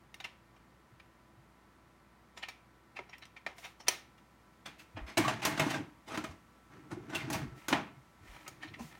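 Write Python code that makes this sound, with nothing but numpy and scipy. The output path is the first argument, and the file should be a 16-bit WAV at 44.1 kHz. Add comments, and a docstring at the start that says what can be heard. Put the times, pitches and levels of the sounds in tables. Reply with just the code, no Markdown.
"""A video cassette is pushed into a player: it knocks the tray, scrapes and squeaks along the slot,
and the metal case booms. Impacts and friction supply the force; the resonances of each body colour it.
Beforehand the cassette clicks and rustles in the hand; afterwards the player's loading parts click,
with soft brushing near the microphone. A small room reverberates, over a faint mains hum,
a fan and a thin motor whine."""
import sys
import numpy as np
from scipy import signal
from scipy.fft import rfft, irfft, next_fast_len
from scipy.io import wavfile
from scipy.ndimage import uniform_filter1d, map_coordinates

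SR = 44100
rng = np.random.default_rng(int(sys.argv[2]) if len(sys.argv) > 2 else 0)


def transcribe(u):
    """Save the signal u as a 16-bit wav file named by the first command-line argument.

    u: samples, shape (n,) or (channels, n), limited to [-1, 1]; the rate is SR.
    q: integer samples, one column per channel.
    """
    v = np.clip(np.atleast_2d(u).T, -1, 1)
    q = np.round(v * 32767).astype(np.int16)
    wavfile.write(sys.argv[1], SR, q)


N = 396459
TIME = np.arange(N) / SR
FRAME, ONSET_S = 32768, .025  # samples computed for one contact; time of the blow within them
LN_1000 = np.log(1000)  # amplitude decay of 60 dB

# resonances of the cassette's shell: f/Hz, bandwidth/Hz, gain/dB
SHELL_MODES = [(372, 36, 4), (585, 30, 4), (770, 150, 6.5), (963, 42, 9), (1285, 50, 6.5), (1826, 64, 9),
               (2100, 120, 5), (2360, 110, 3.5), (2750, 60, -5.5), (3140, 69, -2), (5500, 290, 7),
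               (6024, 87, 10), (6710, 100, 11), (9320, 720, 8.5)]
# resonances of the player's case and tray: f/Hz, bandwidth/Hz, gain/dB
CASE_MODES = [(147, 17, 0.5), (201.5, 11, 1), (296, 16, 2.5), (303, 10.5, 3.5), (648, 28, 9.5),
              (696, 12, 5.5), (813, 22, 6), (875, 51, 3), (930, 2.4, 1), (1010, 27, 3.5), (1145, 22, 2.5),
              (1510, 3.6, -2), (1860, 15, 5), (2155, 7, 9), (2010, 29, -9), (2310, 16, -11), (2420, 16, 6),
              (6230, 770, 1)]
# the cassette slides in and is drawn down, one list a stroke: t/s, scrape level/dB, boom level/dB
STROKES = [
    [(5.2, -27.5, -32), (5.38, -44.5, -49), (5.54, -36.5, -39), (5.636, -45, -54), (5.694, -33, -53),
     (5.782, -65, -37.5), (5.828, -70, -42), (5.92, -97, -75)],
    [(6.06, -52, -60), (6.162, -56, -60), (6.272, -76, -62), (6.42, -76, -68)],
    [(6.68, -59, -55), (6.758, -57.5, -55), (6.952, -69, -51.5), (7.16, -48, -42.5), (7.276, -47, -42),
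     (7.33, -42.5, -33), (7.428, -46, -38), (7.486, -54.5, -49), (7.62, -72, -49.5)],
    [(8.18, -67, -62), (8.5, -72, -60.5), (8.72, -65, -54), (8.99, -79, -66)],
]
# spectrum of a contact: f/Hz, click level/dB, knock level/dB, share of weight, share of brightness
CONTACT_SPECTRUM = [(235, -3, 8.5, 0.79, 0.28), (800, 1, 5, 0.5, 0), (2640, -0.5, -0.5, 0, 0.02),
                    (4200, -4, -5, 0, 0.42), (5800, -12.5, -9, 0.2, 0.66), (9900, -23, -16.5, 0.22, 1.1),
                    (14000, -22.5, -21.5, 0.089, 1.5)]


def amp(db):
    """Amplitude ratio of a level in decibels."""
    return 10 ** (np.asarray(db) / 20)


def unit(x):
    """Normalisation to rms 1."""
    return x / np.sqrt(np.mean(x ** 2) + 1e-20)


def along(points, hz):
    """Interpolation of (f/Hz, value) points on a logarithmic frequency axis."""
    f, values = np.transpose(points)
    return np.interp(np.log(hz + 1), np.log(f + 1), values)


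def wobble(rate):
    """Smooth random modulation: a spline through `rate` random knots a second."""
    knots = rng.standard_normal(int(N * rate / SR) + 4)
    return map_coordinates(knots, [TIME * rate])


def filtered(x, gain):
    """Zero-phase filtering: the spectrum of x is multiplied by gain(f)."""
    size = next_fast_len(N + SR // 2)
    return irfft(rfft(x, size) * gain(np.fft.rfftfreq(size, 1 / SR)), size)[:N]


def resonant(modes, hz):
    """Gain of a resonator: Lorentzian peaks add in power above a flat response."""
    peaks = sum(amp(db) ** 2 / (1 + (2 * (hz - centre) / width) ** 2) for centre, width, db in modes)
    return np.sqrt(1 + peaks)


def coloured(force, spectrum, modes=()):
    """Source and filter: a force shaped by a broad spectrum and any resonances, at rms 1."""
    return unit(filtered(force, lambda hz: amp(along(spectrum, hz)) * resonant(modes, hz)))


def causal(gain):
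    """Causality: the minimum-phase response with this gain rings only after the blow."""
    cepstrum = irfft(np.log(np.maximum(gain, 1e-6)))
    cepstrum[1:FRAME // 2] *= 2
    cepstrum[FRAME // 2 + 1:] = 0
    return np.exp(rfft(cepstrum))


def add(track, start, sound):
    """Superposition of a sound on the track from `start` seconds."""
    part = track[max(round(start * SR), 0):][:len(sound)]
    part += sound[:len(part)]


def background():
    """Broadband fan noise under a line spectrum: mains, fan and motor tones of wavering phase."""
    # noise of fan and room: f/Hz, relative level/dB
    air_spectrum = [(25, -40), (45, -10), (92, -8), (125, -5.5), (205, -4), (270, -8), (335, -10),
                    (430, -13.5), (1020, -12.5), (1560, -18), (2000, -17), (2690, -24.5), (6000, -32),
                    (16000, -39)]
    # mains and fan tones: f/Hz, relative level/dB
    hum_lines = [(60, -74), (120, -79), (333, -78), (996, -80), (1163, -83), (1497, -84), (1830, -86)]
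    # a small motor, loudest once the player is in use: t/s, level/dB
    whine_levels = [(0, -79.5), (4.5, -76), (6, -78.5), (7.5, -65), (8.1, -75), (9, -71)]

    def tone(hz):
        return np.sqrt(2) * np.sin(2 * np.pi * hz * TIME + 0.99 * wobble(7.3))

    air = coloured(rng.standard_normal(N), air_spectrum)
    hum = sum(amp(db) * tone(hz) for hz, db in hum_lines)
    whine = amp(np.interp(TIME, *np.transpose(whine_levels))) * tone(hz=1330)
    return amp(-64.5) * air + amp(1.5) * hum + whine


def room_tail(build_s):
    """Reverberation: a diffuse field of energy 1 builds up and decays, the treble first."""
    # reverberation time of the room: f/Hz, T60/s
    decay_times = [(100, 0.58), (300, 0.41), (800, 0.31), (2500, 0.35), (6000, 0.28), (14000, 0.25)]
    hz, t, noise = signal.stft(rng.standard_normal(FRAME), SR, nperseg=256)
    decay = amp(-60 * t / along(decay_times, hz)[:, None])
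    rise = 1 - np.exp(-(t / build_s) ** 2)
    _, tail = signal.istft(noise * decay * rise, SR)
    return unit(tail[:FRAME]) / np.sqrt(FRAME)


def friction(grain_db, grain_rate):
    """Stick-slip friction breaks noise into grains."""
    return rng.standard_normal(N) * amp(grain_db * wobble(grain_rate))


def brushing():
    """Friction of skin and cloth excites the plastic's modes and hisses over its texture."""
    # brief touches: t/s, duration/s, rub level/dB, hiss level/dB
    brushes = [(3.554, 0.19, -58.5, -53), (4.78, 0.073, -76, -56.5), (7.546, 0.18, -52.5, -60),
               (8.217, 0.36, -53, -61), (8.305, 0.041, -71, -76), (8.33, 0.056, -52, -74),
               (8.796, 0.14, -67, -50.5), (8.892, 0.14, -56.5, -76)]
    # skin rubbing on plastic: f/Hz, relative level/dB
    rub_spectrum = [(200, -3), (700, 4), (1400, 5), (2300, 6.5), (4000, -2), (7000, -18.5), (15000, -21.5)]
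    # hiss of the sleeve: f/Hz, relative level/dB
    sleeve_spectrum = [(500, -29), (2000, 8), (4000, 1.5), (7000, 1), (10000, -3.5), (15000, -5)]
    rub = coloured(friction(grain_db=3.5, grain_rate=260), rub_spectrum, SHELL_MODES)
    hiss = coloured(rng.standard_normal(N), sleeve_spectrum)
    out = np.zeros(N)
    for start, length, rub_db, hiss_db in brushes:
        envelope = np.interp((TIME - start) / length, [0, .2, .65, 1], [0.0015, 0.41, 0.24, 0.032])
        out += envelope * (amp(rub_db) * rub + amp(hiss_db) * hiss)
    return out


def squeaks():
    """Self-excited oscillation: stick and slip lock briefly onto one resonance of the tray."""
    # the shell catching on the guides: t/s, duration/s, f/Hz, peak level/dB
    catches = [(5.246, 0.023, 1125, -28), (5.267, 0.039, 1156, -29.5)]
    out = np.zeros(N)
    for start, length, hz, db in catches:
        envelope = np.interp((TIME - start) / length, [0, .3, .6, 1], [0.0016, 0.83, 1.0, 0.0038])
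        out += amp(db) * envelope * np.sin(2 * np.pi * hz * TIME + 0.55 * wobble(200))
    return out


def jolts(per_second=9, boost_db=4):
    """Random excitation by the moving cassette, following the boom: rows of t/s, f/Hz, level/dB."""
    # low modes of the case: f/Hz, relative level/dB
    low_modes = [(128, 3), (308, -1)]
    rows = []
    for stroke in STROKES:
        times, _, boom_db = np.transpose(stroke)
        for slot, (late, pick) in enumerate(rng.random((32, 2))):
            start = times[0] + (slot + late) / per_second
            hz, db = low_modes[int(pick * len(low_modes))]
            if start < times[-1]:
                rows.append((start, hz, db + boost_db + np.interp(start, times, boom_db)))
    return rows


def bumps(attack_s=0.012):
    """Damped oscillation: each soft push or jolt rings one mode; the lower it is, the longer it rings."""
    # soft bumps of hands, case and shelf: t/s, f/Hz, level/dB
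    pushes = [(0.918, 126, -53), (1.371, 127, -49.5), (2.986, 383, -43), (4.946, 94, -40),
              (5.013, 60.4, -34.5), (5.184, 311, -18.5), (5.188, 109, -30.5), (5.612, 145, -28),
              (5.663, 298, -25.5), (6.172, 310.5, -33), (6.289, 84.6, -44.5), (6.918, 316, -29.5),
              (6.921, 129, -41), (6.969, 344, -37.5), (7.275, 307, -33), (7.346, 125, -32),
              (7.432, 240, -36.5), (7.465, 56, -44), (7.719, 271, -24), (7.968, 133, -47.5),
              (8.209, 85, -51), (8.289, 46.7, -44.5), (8.644, 306, -41), (8.709, 106, -51.5),
              (8.809, 64, -50), (8.802, 233, -35.5), (8.839, 155, -44)]
    out, t = np.zeros(N), np.arange(SR // 2) / SR
    phase_drift = 0.81 * wobble(60)
    for start, hz, db in pushes + jolts():
        t60 = .105 * (300 / hz) ** 0.24
        envelope = (1 - np.exp(-t / attack_s)) * np.exp(-LN_1000 * t / t60)
        phase = 2 * np.pi * hz * t + np.roll(phase_drift, -round(start * SR))[:len(t)]
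        add(out, start, 2 * amp(db) * envelope * np.sin(phase))
    return out


def sliding(ramp_s=0.043, gain_db=-5):
    """Forced vibration: the shell scrapes along the guides and shakes the hollow case."""
    # scraping in the guides: f/Hz, relative level/dB
    scrape_spectrum = [(260, -66.5), (450, -36), (664, 0), (1010, 0), (1680, 2), (3700, -11.5), (5970, -17),
                       (14200, -35), (16000, -56)]
    # boom of the case: f/Hz, relative level/dB
    boom_spectrum = [(40, -19), (80, -8), (125, 2), (200, -5), (330, -1.5), (430, -8.5), (700, -34),
                     (2000, -98)]
    scrape_envelope, boom_envelope = np.zeros(N), np.zeros(N)
    for stroke in STROKES:
        times, scrape_db, boom_db = np.transpose(stroke)
        touching = np.clip(np.minimum(TIME - times[0], times[-1] - TIME) / ramp_s, 0, 1)
        scrape_envelope += touching * amp(np.interp(TIME, times, scrape_db))
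        boom_envelope += touching * amp(np.interp(TIME, times, boom_db))
    scrape = coloured(friction(grain_db=2.5, grain_rate=160), scrape_spectrum, CASE_MODES)
    boom = coloured(friction(grain_db=-2, grain_rate=48), boom_spectrum, CASE_MODES)
    return amp(gain_db) * (scrape_envelope * scrape + boom_envelope * boom)


def treble_ripple(hz, depth_db=4.0, spacing_hz=222.5):
    """Spectral colouration: a fine random ripple in the treble gives each contact its own timbre."""
    ripple = map_coordinates(rng.standard_normal(FRAME // 32), [hz / spacing_hz], mode="mirror")
    return amp(depth_db * np.clip(hz / 3000, 0, 1) * ripple)


def contacts(events, modes, tone, plain_db, settle_s, settle_power, spiky, spot_q, spot_db,
             room_db, build_s):
    """Impact excitation: bursts of tiny blows ring body and room; weight adds bass, brightness treble."""
    out, t, hz = np.zeros(N), np.arange(FRAME) / SR - ONSET_S, np.fft.rfftfreq(FRAME, 1 / SR)
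    body = resonant(modes, hz) * amp(along(tone, hz)) / np.hypot(1, amp(room_db))
    band_hz, _, _, weight_share, bright_share = np.transpose(CONTACT_SPECTRUM)
    for when, rise_s, db, weight_db, bright_db, spot_hz in events:
        # the parts graze, meet and settle; a rise of 2 ms takes settle_s to die away, a slower one longer
        t60 = settle_s * (rise_s / .002) ** settle_power
        envelope = np.exp(np.minimum(t / rise_s, -LN_1000 * t / t60))
        chatter = rng.standard_normal(FRAME)
        spikes = np.exp(spiky * np.repeat(rng.standard_normal(FRAME // 16), 16))
        burst = rfft(chatter * spikes * envelope)
        # divided by its smoothed magnitude, the burst feeds all bands evenly
        magnitude = np.sqrt(np.abs(uniform_filter1d(np.abs(burst) ** 2, size=401)) + 1e-12)
        spot = resonant([(spot_hz, spot_hz / spot_q, spot_db)], hz)
        direct = burst * causal(spot * treble_ripple(hz) / magnitude)
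        # the room gathers radiation from all directions, so the spot's resonance stands out less
        tail = np.roll(room_tail(build_s), round(ONSET_S * SR))
        reverberant = amp(room_db) * rfft(tail) * causal(spot ** 0.44)
        band_db = plain_db + weight_db * weight_share + bright_db * bright_share
        colour = amp(db + along(list(zip(band_hz, band_db)), hz))
        sound = irfft((direct + reverberant) * causal(body * colour))
        add(out, when - ONSET_S, sound[:FRAME * 3 // 4])
    return out


def plastic_clicks():
    """Light impacts ring the modes of the plastic; direct sound dominates over the room."""
    # loose reels and dust flap of the hand-held cassette and, later, the player's loading parts:
    # t/s, rise time/s, level/dB, weight/dB, brightness/dB, f/Hz of the touched spot
    clicks = [(0.143, 0.00013, -18, -10, 7, 2100), (0.202, 0.00069, -10, -11, -1, 790),
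              (0.244, 0.0015, -5.5, -9, -1, 2750), (0.563, .0005, -33, 10, -2, 2380),
              (0.999, 0.00069, -24, -3, -3, 2470), (2.376, 0.0047, -11.5, 0, -1, 7300),
              (2.429, 0.0023, -3, -13, -6, 2390), (2.486, 0.0013, -9, -3, 3.5, 2370),
              (2.967, 0.0044, -9.5, -3, -8, 2300), (2.989, 0.00073, -15, 20, -10, 2220),
              (3.096, 0.005, -23.5, 9, -4, 5720), (3.134, 0.0039, -12.5, -15, -12, 1960),
              (3.182, .0003, -33, -13, 16.5, 2690), (3.224, .003, -14, -11, -6, 3760),
              (3.254, 0.0012, -23.5, 0, 3, 5900), (3.366, 0.0014, -16, -8, -7, 2340),
              (3.465, 0.00085, -5.5, 10.5, -5, 2060), (3.584, 0.00074, -19, 1, 7.5, 661),
              (3.648, 0.011, -8, -7, 1.5, 720), (3.805, 0.0036, -22, 14.5, 2.5, 5430),
              (3.872, 0.0021, -9, 0, -2.5, 1120), (3.8832, 0.00015, 8, -0.5, 9.5, 6020),
              (4.181, 0.0016, -29.5, 0.5, 1, 3220), (8.467, .003, -16, 3, -16, 1316),
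              (8.479, 0.00047, -17.5, 10.5, 13, 6650), (8.632, 0.0084, -8.5, -1, -2.5, 1720),
              (8.679, 0.0035, -17, -14, -7.5, 4040), (8.74, 0.0014, -13, -17, -9, 1950),
              (8.797, .006, -22, 30, 4.5, 1020)]
    # spectral envelope of the shell: f/Hz, level/dB
    shell_tone = [(30, -16.5), (120, -13), (260, -6.5), (1500, -4), (2600, -0.5), (4400, -2.5), (6000, -3),
                  (8000, -2), (15500, -5.5)]
    click_db = np.array(CONTACT_SPECTRUM)[:, 1]
    return contacts(clicks, SHELL_MODES, shell_tone, click_db, settle_s=0.073, settle_power=0.36,
                    spiky=0.49, spot_q=17, spot_db=9.5, room_db=-9, build_s=.008)


def player_knocks():
    """Impacts ring the tray and metal case; further off, the reverberant field has a larger share."""
    # the cassette striking the player:
    # t/s, rise time/s, level/dB, weight/dB, brightness/dB, f/Hz of the touched spot
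    knocks = [(4.661, 0.0026, -8, -6.5, -1.5, 3380), (4.797, .005, -18.5, -14, 1, 2646),
              (4.972, 0.0047, -9, 5.5, -19.5, 510), (5.09, 0.036, -10, -3.5, -4.5, 2100),
              (5.1725, 0.0007, 2.5, 2, -0.5, 674), (5.1775, 0.00055, 5, 1.5, 4.5, 2254),
              (5.196, 0.0013, -16.5, 29, -3, 661), (5.25, 0.0077, -5.5, -10, 2.5, 1090),
              (5.2825, 0.0036, 4.5, 0, -4, 733), (5.421, .002, -6, -8, -2, 814),
              (5.432, .003, -2.5, -7, 0, 2120), (5.4515, 0.00087, 5, -5.5, 7, 1073),
              (5.47, .0024, -6, 9, 4.5, 1880), (5.578, 0.0047, -2, -2, -4, 1330),
              (5.5965, 0.00074, 5.5, 0, 1, 2580), (5.618, 0.009, -2.5, 9, -7, 834),
              (5.667, 0.0052, -12, 20.5, -1, 1100), (5.705, 0.0069, 0, -9, 1, 760),
              (5.745, 0.0087, -1.5, 4.5, -5, 1560), (6.085, 0.009, -15.5, 5, 1, 810),
              (6.123, 0.023, -7, 5.5, -7, 1280), (6.148, .005, -7, 3, -2, 2110),
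              (6.175, 0.00047, -5, 6, -1.5, 1370), (6.241, .0009, -8.5, 3.5, 0, 1270),
              (6.311, .001, -25, 8, -1, 1150), (6.916, .005, -15.5, 17, -3, 1460),
              (7.1, 0.0032, -15, 1, -3.5, 804), (7.137, 0.0097, -6.5, 3, -10, 1450),
              (7.151, .002, 0, -8.5, 2.5, 2700), (7.207, 0.013, -6, -13, -8, 2120),
              (7.3016, .0008, -9, 11, 5.5, 830), (7.331, 0.0048, -4, -9, 9.5, 2610),
              (7.345, 0.0043, -4.5, 6, -5, 933), (7.6838, 0.00055, -0.5, -5.5, 6.5, 1490),
              (7.706, 0.0083, -5.5, 9, -4, 840), (7.7272, 0.0002, 8.5, 3, -11, 900),
              (7.7345, 0.00017, 1.5, 3, -19, 827), (7.875, .005, -20, 1, -28, 960)]
    # spectral envelope of the case: f/Hz, level/dB
    case_tone = [(30, -49), (70, -11), (130, -5.5), (330, 1), (430, -7), (570, -5.5), (700, -4.5),
                 (1500, 0.5), (2500, 0), (4000, -0.5), (6500, -0.5), (8000, 1), (15500, -1)]
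    knock_db = np.array(CONTACT_SPECTRUM)[:, 2]
    return contacts(knocks, CASE_MODES, case_tone, knock_db, settle_s=0.076, settle_power=0.3,
                    spiky=0.33, spot_q=36, spot_db=12.5, room_db=-3.0, build_s=0.0045)


def scene():
    """Superposition: the pressures of all sources add in one channel."""
    impacts = plastic_clicks() + player_knocks()
    movement = sliding() + bumps() + squeaks() + brushing()
    return (impacts + movement + background())[None]


def record(dry, low_hz=36., top_hz=15950):
    """Band-pass response: the small microphone loses the deepest bass, and the top is cut off steeply."""
    def response(hz):
        high_pass = hz ** 3 / np.sqrt(hz ** 6 + low_hz ** 6)
        low_pass = 1 / np.sqrt(1 + (hz / top_hz) ** 200)
        return high_pass * low_pass

    return np.array([filtered(channel, response) for channel in dry])


dry = scene()
out = record(dry)
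transcribe(out)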